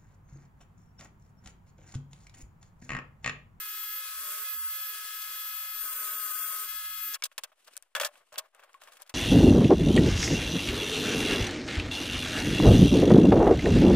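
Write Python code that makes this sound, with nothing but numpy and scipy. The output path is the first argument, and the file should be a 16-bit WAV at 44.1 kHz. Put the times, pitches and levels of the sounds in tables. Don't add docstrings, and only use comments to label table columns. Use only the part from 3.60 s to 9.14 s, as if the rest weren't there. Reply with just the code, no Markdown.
import sys
import numpy as np
from scipy import signal
from scipy.fft import rfft, irfft, next_fast_len
from scipy.io import wavfile
from scipy.ndimage import uniform_filter1d, minimum_filter1d

SR = 44100
rng = np.random.default_rng(int(sys.argv[2]) if len(sys.argv) > 2 else 0)


def inscribe(sig):
    pcm = np.round(np.clip(np.atleast_2d(sig).T, -1, 1) * 32767)
    wavfile.write(sys.argv[1], SR, pcm.astype(np.int16))


def makeup_ratio(level_db):
    decades = np.asarray(level_db, float) / 20
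    return 10 ** decades


N = 244306
TIME = np.arange(N) / SR
HZ = np.fft.rfftfreq(next_fast_len(N), 1 / SR) + 1e-3
STOP_S = 3.537


def rms_one(x):
    return x / np.sqrt(np.mean(x ** 2) + 1e-20)


def in_time(rows):
    s, *columns = np.transpose(rows)
    return [np.interp(TIME, s, c) for c in columns]


def at_hz(points):
    hz, value = np.transpose(points)
    return np.interp(np.log(HZ), np.log(hz), value)


def modes(table, base_db):
    peaks = sum(makeup_ratio(2 * db) / (1 + (2 * (HZ - hz) / width) ** 2) for hz, width, db in table)
    return np.sqrt(makeup_ratio(2 * base_db) + peaks)


def drift(rate):
    steps_hz = 200
    steps = rng.standard_normal(int(N / SR * steps_hz) + 2)
    slow = signal.sosfiltfilt(signal.butter(1, min(rate, 90), fs=steps_hz, output="sos"), steps)
    return np.interp(TIME * steps_hz, np.arange(len(slow)), rms_one(slow))


def pan(db):
    return np.array([makeup_ratio(db / 2), makeup_ratio(-db / 2)])


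# f/Hz, likeness 0-1
PORT_LIKENESS = [(60, 0.047), (300, 0.87), (700, 0.65), (1400, 0.83), (2500, 0.55), (4000, 0.5),
                 (8000, 0.32), (16000, 0.027)]
# f/Hz, left-right/dB
PORT_BALANCE = [(60, 2.5), (110, -10), (200, 13), (380, 6.5), (700, 1.5), (1290, 4), (2380, 1), (4400, 0.5),
                (8120, 4), (15000, 3.5)]


def stereo_noise(gain):
    lag_s = 5.5e-5
    size = next_fast_len(N)
    left, other = rfft(rng.standard_normal((2, size)))
    alike = np.clip(at_hz(PORT_LIKENESS), 0, 1)
    right = alike * left * np.exp(-2j * np.pi * HZ * lag_s) + np.sqrt(1 - alike ** 2) * other
    return rms_one(irfft(gain * pan(at_hz(PORT_BALANCE)) * [left, right], size)[:, :N])


def tone(hz, db, pan_db, lead):
    phase = 2 * np.pi * (np.cumsum(hz) / SR + rng.random())
    ports = np.sin([phase + lead / 2, phase - lead / 2])
    return np.sqrt(2) * makeup_ratio(db) * pan(np.atleast_1d(pan_db)) * ports


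def add_ring(out, s, db, hz, t60, rise_s):
    after = TIME[:SR // 3]
    envelope = makeup_ratio(db - 60 * after / t60) * np.minimum(after / rise_s, 1)
    out[round(s * SR):][:len(after)] += envelope * np.sin(2 * np.pi * hz * after)


def running(fall_s, echo_db=-70):
    off = np.maximum(TIME - STOP_S, 0)
    return np.maximum(np.exp(-(off / fall_s) ** 2), makeup_ratio(echo_db - 60 * off / 0.4))


# t/s, droop of the whine/Hz
PRESSES = [
    [(.42, 0), (.6, 75), (.65, 133), (.815, 152), (.84, 12), (.93, 15), (.98, 60), (1.09, 62), (1.14, 0)],
    [(2.12, 0), (2.2, 55), (2.25, 130), (2.32, 0)],
    [(2.26, 0), (2.38, 150), (2.45, 190), (2.55, 140), (2.62, 265), (2.72, 270), (2.86, 180), (2.97, 250),
     (3.09, 0)],
]


def droop():
    return sum(in_time(press)[0] for press in PRESSES)


# t/s, f/Hz
FREE_PITCH = [
    (.42, 14157),
    (1.2, 14137),
    (2.12, 14135),
    (3.1, 14107),
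    (3.4, 14109),
    (3.47, 14092),
]
# t/s, extra droop/Hz
BITES = [
    (2.168, 115),
    (2.285, 440),
    (2.488, 400),
    (2.725, 300),
    (3.017, 170),
    (3.54, 130),
]


def whine_pitch():
    bite_in_s, bite_out_s = .032, .035
    dips = sum(np.interp(TIME, [s - bite_in_s, s, s + bite_out_s], [0, hz, 0]) for s, hz in BITES)
    return in_time(FREE_PITCH)[0] - droop() - dips


# t/s, level/dB, left-right/dB, left lead/rad
WHINE = [(0, -42.5, 4, .7), (.3, -41, 2.5, .4), (.38, -38, -1, -1.2), (.44, -44, 2, -3.3),
         (.6, -41.5, 1, -3.2), (.65, -43, 1, -1.4), (.73, -43, -8, -1.9), (.8, -45, -13, -2.7),
         (.87, -38.5, -3, -2.95), (.94, -39, -6, -2.3), (1, -36, 0, -3.05), (1.09, -35.5, -1, -3),
         (1.15, -38, -2, -2), (1.22, -39, 5, -2.2), (1.29, -40, -4, -.7), (1.36, -48, 2, 2.3),
         (1.43, -45, 4, 1.9), (1.5, -49, 8, 2.2), (1.57, -43, 7, -.2), (1.64, -45.5, 14, -1.5),
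         (1.72, -43, -1, -.7), (1.85, -40, 1, -.9), (1.95, -40.5, 10, -1.3), (2.06, -39.5, 2, -2),
         (2.13, -44, 12, -1.1), (2.2, -41, 9, 2.2), (2.34, -40, 6, 1.2), (2.41, -39, 1, -.6),
         (2.48, -44, 12, 1.5), (2.55, -38, 1, -.2), (2.62, -43, 15, 1.8), (2.69, -41, 8, 1.2),
         (2.78, -42, 14, 2.2), (2.97, -43, 16, 2.1), (3.04, -44, 8, .2), (3.11, -43, 14, -2.5),
         (3.16, -41, 8, -2.6), (3.2, -41, 4, -2.85), (3.27, -39.5, 2, -2.95), (3.31, -42, 6, -2.1),
         (3.39, -44, 15, -2.2), (3.45, -37, 7, -.3), (3.53, -40, 3, -1)]
# f/Hz, level/dB per Hz
HISS = [(250, -40.5), (380, -29.5), (600, -19), (850, -27.5), (990, -51.5), (1040, -11), (1300, -6.5),
        (1700, -7), (1880, -8), (2080, -8), (2300, -11.5), (3300, -8.5), (5900, -10), (14500, -6)]
# f/Hz, width/Hz, level/dB
HOUSING = [(3400, 93, 7.5), (1570, 380, -3.5), (5020, 590, 4)]
# f/Hz, width/Hz, depth/dB
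SHADOWS = [(1316, 58, 13), (1902, 99, 7.5), (2297, 73, 4), (3100, 78, 2.5), (3690, 160, 0.5), (4205, 63, 0),
           (5120, 91, 6), (6940, 120, -1.5)]


def motor():
    slots, full_droop_hz = 11, 165
    whine_hz, free_hz = whine_pitch(), in_time(FREE_PITCH)[0]
    whine_db, whine_pan, lead = in_time(WHINE)
    load = np.minimum((free_hz - whine_hz) / full_droop_hz, 1) ** 7.1

    flutter = makeup_ratio(1.8 * np.array([drift(20), drift(20)]))
    whine = tone(whine_hz + 5.0 * drift(40), whine_db + 1, whine_pan, lead + .12 * drift(15))

    hum_hz = (.6 * whine_hz + .4 * (free_hz - droop())) / slots
    hum_db = -51.3 + 6.5 * load + .7 * drift(20)
    hum = tone(hum_hz + .7 * drift(15), hum_db, 3.5 * load, .05 + .3 * load)

    colour = makeup_ratio(at_hz(HISS)) * modes(HOUSING, base_db=2.5) / modes(SHADOWS, base_db=-0.5)
    hiss = makeup_ratio(-38.5 + 0.67 * drift(31)) * stereo_noise(colour)
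    return (flutter * whine + hum) * running(0.0063) + hiss * running(0.02, echo_db=-33.0)


def scratch_db():
    full_db, range_db, soft_droop_hz = -37, 28, 37.6
    pressure = uniform_filter1d(droop(), size=2600)
    return full_db - range_db * np.exp(-pressure / soft_droop_hz)


# multiple of mesh rate, level/dB, left-right/dB, left lead/rad
MESH = [(2.204, -77, 7, 0.51), (3, -62.5, -9, 0.099), (4, -53, 2, 0.74), (3.772, -76, 5.5, .5),
        (4.229, -70.5, 2.5, 0.39), (5, -59.5, -2.5, 0.21), (6, -58.5, -9.5, 0.13), (6.767, -64, 3, 0.18),
        (7, -64.5, -7.5, 1.5), (7.46, -66, -8.5, 0.28), (7.767, -61, -0.5, 0.44), (8, -57.5, 9.5, 0.29),
        (9.18, -67, 2, 0.65), (10, -62.5, 9, 1.5), (11, -74, 0, .5), (12, -65, 5.5, 0.5)]


def gears():
    free_mesh_hz, free_whine_hz = 420.2, 14144
    load = np.clip((scratch_db() + 56) / 15, 0, 1)
    mesh_hz = free_mesh_hz * whine_pitch() / free_whine_hz + (.6 + 2.5 * load) * drift(14)
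    lines = 0
    for multiple, db, pan_db, lead in MESH:
        lines = lines + tone(multiple * mesh_hz, db - 7 * load + 1.6 * drift(4.9), pan_db, lead)
    return lines * running(0.0046)


# f/Hz, level/dB per Hz
SCRATCH = [(220, -68), (330, -28.5), (600, -25.5), (980, -24.5), (1060, -0.5), (1330, -7), (1560, -3.5),
           (2400, -8.5), (4500, -22.5), (7000, -5.5), (11000, -5), (14500, -8)]
# f/Hz, width/Hz, level/dB
WHEEL = [(1494, 17, -12.5), (600, 9.5, -0.5), (334.2, 29, -12.5), (453.3, 6.17, -0.5), (1149, 16, -19)]
# f/Hz, width/Hz, level/dB
BLOCK_BANDS = [(12060, 620, 10.5), (9300, 290, -1), (339, 9.1, 15.5)]
# f/Hz, width/Hz, level/dB
STRIP_BANDS = [(9160, 260, 8.5), (12900, 730, 3), (13900, 1600, 6)]


def sanding():
    strip_s = 1.6
    press_db = scratch_db()
    grain_filter = signal.butter(1, 700, fs=SR, output="sos")
    grains = rms_one(signal.sosfilt(grain_filter, rng.standard_normal(N)))
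    grit_db = press_db + 0.6 * drift(30) + 1.6 * drift(99) + 1.3 * grains
    grit = makeup_ratio(grit_db) * running(0.026)

    colour = makeup_ratio(at_hz(SCRATCH)) * modes(WHEEL, base_db=-22.5) / modes(SHADOWS, base_db=3.0)
    block = makeup_ratio(-0.7) * stereo_noise(colour * modes(BLOCK_BANDS, base_db=2.8))
    strip = makeup_ratio(1.2) * stereo_noise(colour * modes(STRIP_BANDS, base_db=-2.0))

    sing_db = -57 + 1.9 * (press_db + 37) + 2.5 * drift(6.9)
    sing = tone(1512 + 4.0 * drift(5.8), sing_db, 2.5, .4) * (TIME > strip_s)
    return makeup_ratio(-1.5) * grit * np.where(TIME < strip_s, block, strip) + sing


def sharp_onset(gain):
    mirrored = np.r_[gain, gain[-2:0:-1]]
    return np.exp(np.conj(signal.hilbert(np.log(mirrored))))[:len(HZ)]


# t/s, peak level/dB, thud rel/dB, crack rel/dB
CLAMPS = [(1.6184, -52, -26, 27), (3.5357, -39, -47, 8), (3.5444, -31, -14, 13), (3.557, -33.5, -20, -36),
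          (3.6226, -28.5, -15, -10), (3.6379, -38.5, -2, 24), (3.6537, -38, -11.5, 16.5),
          (3.7155, -48.5, -8, -5), (3.724, -60, -9, 7), (3.7797, -28.5, -5, 8), (3.8358, -35, -3, 11),
          (3.8435, -39, -17, -15), (3.918, -60.5, 10, -16), (4.0745, -50, 4.5, 8.5), (4.0456, -64, -14, 14),
          (4.1349, -57.5, -7, 10), (4.155, -50.5, -9, -1), (4.0804, -47.5, -4, -6), (4.1672, -44, -7, 8.5),
          (4.1757, -63, -11, 3), (4.225, -58, -1, 8.5), (4.2322, -78, -7, 2)]
# t/s, peak level/dB, thud rel/dB, crack rel/dB
BLOCKS = [(4.351, -21, -11, -1.5), (4.3635, -26.5, 0, 1), (4.378, -32.5, -1, -6), (4.3991, -21.5, -7, 2),
          (4.4114, -22, -22, 3), (4.4195, -27, 2.5, 2.5), (4.432, -23.5, -16, -3.5), (4.4474, -30, 2.5, 12),
          (4.4555, -33, -8, 7), (4.4628, -32, -18, 9), (4.472, -50.5, 12.5, -12),
          (4.5555, -49.5, -4.5, -10), (4.7218, -62.5, 20, -2), (4.7262, -47, -13, 5),
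          (4.7406, -47.5, 9.5, 5), (4.7579, -38, -9.5, -25), (4.775, -53.5, 17, -25),
          (4.7808, -35.5, -11, 15.5), (4.785, -38.5, 3, 19), (4.7925, -40, -5, -17)]
# t/s, peak level/dB, thud rel/dB, crack rel/dB
CHUCK = [(4.9475, -50, 3, -13), (4.965, -72, -7, -5), (4.9945, -48.5, 0.5, -4), (4.9995, -55, -12, -1),
         (5.027, -49, -15, -13), (5.036, -51, 8, 2), (5.0932, -58, 3, -10), (5.1307, -68, -23, 12),
         (5.144, -48.5, -22, -5), (5.2034, -61, -16, 2), (5.215, -51, -3, 7.5), (5.2182, -45, 0, -1),
         (5.2358, -49.5, -2, 7), (5.274, -44, -5, -3), (5.2854, -52, 3, 2), (5.321, -50, -17, 6.5),
         (5.3333, -49, -27, 5), (5.3692, -47.5, -20, 3), (5.3998, -60, -1, 12), (5.4135, -54, 6.5, 7),
         (5.4198, -51, -1, 14), (5.4638, -56, -20, 6), (5.475, -55, -20, 8), (5.495, -42, -5, 8)]
# f/Hz, width/Hz, level/dB
WOOD = [(590, 110, 7.5), (1090, 15, 9), (1237, 93, 3.5), (1550, 360, 4.5), (2250, 140, -0.5),
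        (2656, 200, 2.5), (3370, 420, -1)]
# f/Hz, level/dB per Hz
THUD = [(150, -48), (350, -59.5), (480, -0.5), (700, 1.5), (1000, 5), (1400, -5)]
# f/Hz, level/dB per Hz
KNOCK = [(600, -46), (950, 3.5), (1800, 6.5), (3300, 6), (5000, -25.5), (9000, -31.5)]
# f/Hz, level/dB per Hz
CRACK = [(1800, -41.5), (3000, -14), (4500, -1.5), (8000, 0.5), (12000, -3.5), (16000, -6)]


def knocks():
    actions = [(CLAMPS, 0.088, -.4), (BLOCKS, 0.11, -0.75), (CHUCK, 0.088, -0.21)]
    after = np.arange(int(.16 * SR)) / SR
    power = np.zeros((3, 2, N + len(after)))
    clicks = np.zeros((3, 2, next_fast_len(N)))
    cut_s = 0.016 * np.array([[1.7], [1.1], [.95]])
    lasting = np.array([[1.6], [1.05], [.8]])
    for contacts, t60, pan_db in actions:
        ring = makeup_ratio(-60 * after / (t60 * lasting)) * np.exp(-(after / cut_s) ** 4)
        tail = ring + makeup_ratio(-45.5 - 60 * after / (0.072 * lasting))
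        tail = tail * (1 + 0.26 * np.exp(-after / 0.00014))
        tail = tail * np.minimum(after / .0005, 1)
        for s, db, thud_db, crack_db in contacts:
            i = round(s * SR)
            level = makeup_ratio(db + np.array([thud_db, 0, crack_db]))[:, None] * pan(pan_db)
            power[:, :, i:i + len(after)] += (level[:, :, None] * tail[:, None]) ** 2
            clicks[:, :, i + np.array([0, 2])] += level[:, :, None] * np.eye(2)

    wood, out = modes(WOOD, base_db=-14.5), 0
    for k, (colour, click_db) in enumerate([(THUD, -3), (KNOCK, 1.5), (CRACK, 3)]):
        gain = makeup_ratio(at_hz(colour)) * wood
        envelope = np.sqrt(power[k, :, :N]) * makeup_ratio(1.8 * drift(75))
        out = out + makeup_ratio(-10.0) * envelope * stereo_noise(gain)
        click = irfft(rfft(clicks[k]) * sharp_onset(gain) / gain.mean(), clicks.shape[-1])
        out = out + makeup_ratio(click_db) * click[:, :N]
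    return out


# t/s, f/Hz, level/dB, t60/s
RINGS = [(3.623, 2250, -28, 0.028), (4.353, 1707, -29, 0.12), (4.354, 1790, -43, 0.058),
         (4.352, 3400, -26.5, 0.057), (4.412, 3310, -26.5, 0.035), (4.47, 557, -61, 0.2),
         (4.352, 556, -39, 0.19), (4.412, 590, -24.5, 0.071), (4.421, 590, -35, 0.18),
         (4.45, 1725, -29.5, 0.059), (4.721, 600, -47, 0.11), (4.785, 641, -52, 0.22),
         (4.821, 990, -61, 0.1), (5.146, 1090, -41.5, 0.058), (5.28, 1090, -48, 0.067)]


def rings():
    out = np.zeros(N + SR)
    for s, hz, db, t60 in RINGS:
        add_ring(out, s, db, hz, t60, rise_s=0.0031)
    return out[:N] * pan(2.2)[:, None]


# t/s, peak level/dB, left-right/dB, f/Hz
SNAPS = [(3.5384, -25, 5, 4270), (3.5435, -21, 11, 7450), (3.6234, -22.5, 1, 3940), (3.637, -33, -2, 5970),
         (3.6564, -28, -4, 6040), (3.7804, -30, 1, 12000), (3.8365, -23, 10, 11200), (4.0473, -57, 3, 8000),
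         (4.0803, -43, 5, 4993), (4.1362, -52, 0, 5000), (4.1675, -25.5, 15.5, 7700),
         (4.1765, -23.5, -5, 7100), (4.2252, -40, 17, 7000), (4.3512, -28, -2, 4500),
         (4.364, -33, -6, 3500), (4.4004, -25, 3, 8000), (4.413, -23, -3, 11000), (4.4205, -30, 1, 8000),
         (4.4336, -24, -1, 11000), (4.4492, -20, 7, 5500), (4.465, -25, 2, 8000), (4.556, -59, 2, 4000),
         (4.7266, -44, 3, 8000), (4.7584, -36, -1, 2960), (4.7813, -23, 21, 9400), (4.9487, -42, 4, 7550),
         (4.9653, -56, 3, 8000), (5, -44, 5, 14500), (5.0397, -51, 3, 6000), (5.1318, -48, 0, 5000),
         (5.143, -44, 2, 1700), (5.2191, -45, 4, 9000), (5.3224, -48, 3, 11000), (5.3452, -49, 3, 10000),
         (5.4139, -46, 3, 6000), (5.42, -27.5, 8.5, 8100), (5.4937, -34, 2, 10000)]


def snaps():
    cycles, edge_hz, edge_db = 9.0, 13500, -3
    out, after = np.zeros((2, N + SR)), TIME[:SR // 100]
    for s, db, pan_db, hz in SNAPS:
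        fade = makeup_ratio(db + 6 - 60 * after * hz / cycles) * np.minimum(after / 0.00012, 1)
        for port, lag in enumerate([-2, 0]):
            edge_turns = edge_hz * after * rng.uniform(0.87, 1.03) + rng.random()
            edge = makeup_ratio(edge_db - 60 * after / 0.0011) * np.sin(2 * np.pi * edge_turns)
            body = np.sin(2 * np.pi * hz * rng.uniform(0.72, 1.47) * after)
            out[port, round(s * SR) + lag:][:len(after)] += pan(pan_db)[port] * fade * (body + edge)
    return out[:, :N]


# t/s, length/s, dull rub level/dB, bright rustle rel/dB
HANDS = [(3.578, 0.023, -80, 9), (3.68, 0.017, -89, -1), (3.706, 0.015, -78, 8), (3.8, 0.011, -71.5, 6),
         (3.863, .015, -64.5, -7), (3.886, 0.021, -84, 0), (3.969, 0.12, -79, 7.5), (4.056, 0.022, -63, -1),
         (4.1, 0.041, -75, 10.5), (4.188, 0.0083, -71, -18), (4.488, 0.13, -67.5, -8),
         (4.514, 0.078, -73, 8), (4.646, 0.1, -81, 5), (4.785, 0.077, -64.5, -15), (4.924, 0.16, -67, -19),
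         (5.08, 0.1, -68, -6), (5.192, 0.12, -66, -1), (5.314, 0.054, -64.5, 2.5),
         (5.382, 0.037, -60.5, -10.5), (5.445, 0.071, -68.5, -42)]
# f/Hz, level/dB per Hz
RUB = [(150, -71), (300, -27), (615, -10.5), (976, -16), (1100, -11.5), (1900, -17), (3500, -27),
       (7000, -36.5)]
# f/Hz, level/dB per Hz
RUSTLE = [(1760, -16.5), (3000, -10.5), (3730, -16.5), (4800, -18.5), (6500, -19.5), (8700, -14),
          (16000, -31)]


def hands():
    rest_db = np.array([[-85.5], [-79.5]])
    in_s, out_s = 0.014, 0.016
    power = np.ones(N) * makeup_ratio(2 * rest_db)
    for s, length, db, rustle_db in HANDS:
        fade = np.exp(-np.maximum(TIME - s - length, 0) / out_s)
        stroke = np.clip((TIME - s) / in_s, 0, 1) * fade
        power += (makeup_ratio(db + np.array([[0], [rustle_db]])) * stroke) ** 2
    rub = makeup_ratio(3.05 * drift(34)) * stereo_noise(makeup_ratio(at_hz(RUB)) * modes(WOOD, base_db=22.0))
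    rustle = makeup_ratio(2.6 * drift(60)) * stereo_noise(makeup_ratio(at_hz(RUSTLE)))
    return (np.sqrt(power[0]) * rub + np.sqrt(power[1]) * rustle) * (TIME > STOP_S)


# t/s, level/dB, f/Hz, t60/s
JOLTS = [(1.03, -85, 70, 0.13), (1.885, -80, 100, .08), (1.885, -79, 180, 0.09), (3.47, -89, 75, .3),
         (3.623, -73, 89.5, 0.091), (3.779, -65.5, 65, 0.062), (3.837, -67, 100, 0.057),
         (4.14, -91, 70, 0.088), (4.351, -77, 60, 0.087), (4.4, -74, 50, .1), (4.44, -71, 110, 0.085),
         (4.6, -83, 140, 0.11), (4.721, -72, 120, 0.12), (4.778, -72, 100, 0.087), (5.41, -90, 90, .12),
         (5.49, -80, 90, .1)]


def jolts():
    out = np.zeros(N + SR)
    for s, db, hz, t60 in JOLTS:
        add_ring(out, s, db, hz, t60, rise_s=0.0052)
    return out[:N] * pan(2.5)[:, None]


# f/Hz, level/dB per Hz
RUMBLE = [(8, 7.5), (18, 13.5), (30, -34), (60, -22), (120, -52), (300, -58)]


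def rumble():
    return makeup_ratio(-88.5 + 1.5 * drift(9)) * stereo_noise(makeup_ratio(at_hz(RUMBLE)) * (HZ < 400))


def scene():
    bench = motor() + gears() + sanding() + knocks() + rings() + snaps() + hands()
    small_ports = signal.butter(2, 330, "high", fs=SR, output="sos")
    return signal.sosfilt(small_ports, bench) + jolts() + rumble()


# f/Hz, level/dB
FLICKER_LIMITS = [(60, -50), (150, -25), (300, -17.5), (600, -17.5), (800, -16), (980, -14.5), (1060, -15),
                  (1800, -9), (2500, -9), (3000, -9), (3700, -7), (6800, -7), (8000, -13), (15000, -11)]


def flicker_bands(x):
    lead_in = 409
    padded = np.pad(x, [(0, 0), (lead_in, 0)])
    hz, _, frames = signal.stft(padded, SR, window="cosine", nperseg=2048)
    power = np.mean(abs(frames) ** 2, axis=0) + 1e-20
    power = uniform_filter1d(power, size=2, axis=1)
    steady_db = minimum_filter1d(10 * np.log10(power.mean(axis=0)), size=9)

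    bands = power[:-1].reshape(256, 4, -1).mean(axis=1)
    whim_db = 4.5 * rng.standard_normal(bands.shape) * (hz[:-1:4, None] < 1000)
    band_db = np.repeat(10 * np.log10(bands) + whim_db, 4, axis=0)
    band_db = band_db[np.minimum(np.arange(len(hz)), 1023)]

    edge_hz, depth_db = np.transpose(FLICKER_LIMITS)
    limit_db = np.interp(np.log(hz + 1), np.log(edge_hz), depth_db)[:, None]
    margin_db = band_db - steady_db - limit_db
    opening = .5 + .5 * np.tanh(margin_db / 0.11)
    kept = np.maximum(opening, makeup_ratio(-24) * (hz[:, None] > 420))
    return signal.istft(frames * kept, SR, window="cosine", nperseg=2048)[1][:, lead_in:N + lead_in]


def roll_off(x):
    return signal.sosfilt(signal.butter(12, 16820, fs=SR, output="sos"), x)


OFFSET = [
    [-1.2e-4],
    [-1.05e-4],
]


def record(dry):
    dry = flicker_bands(dry)
    power = np.mean(dry ** 2, axis=0)
    blow = uniform_filter1d(power, size=128) > 5 * uniform_filter1d(power, size=2048)
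    sharp = uniform_filter1d(1. * blow, size=256)
    low = signal.sosfilt(signal.cheby2(16, 42, 15900, "low", fs=SR, output="sos"), dry)
    top = signal.sosfilt(signal.cheby2(16, 42, 15900, "high", fs=SR, output="sos"), dry)
    mix = low + makeup_ratio(-10) * sharp * top + OFFSET
    return roll_off(mix)


dry = scene()
out = record(dry)
inscribe(out)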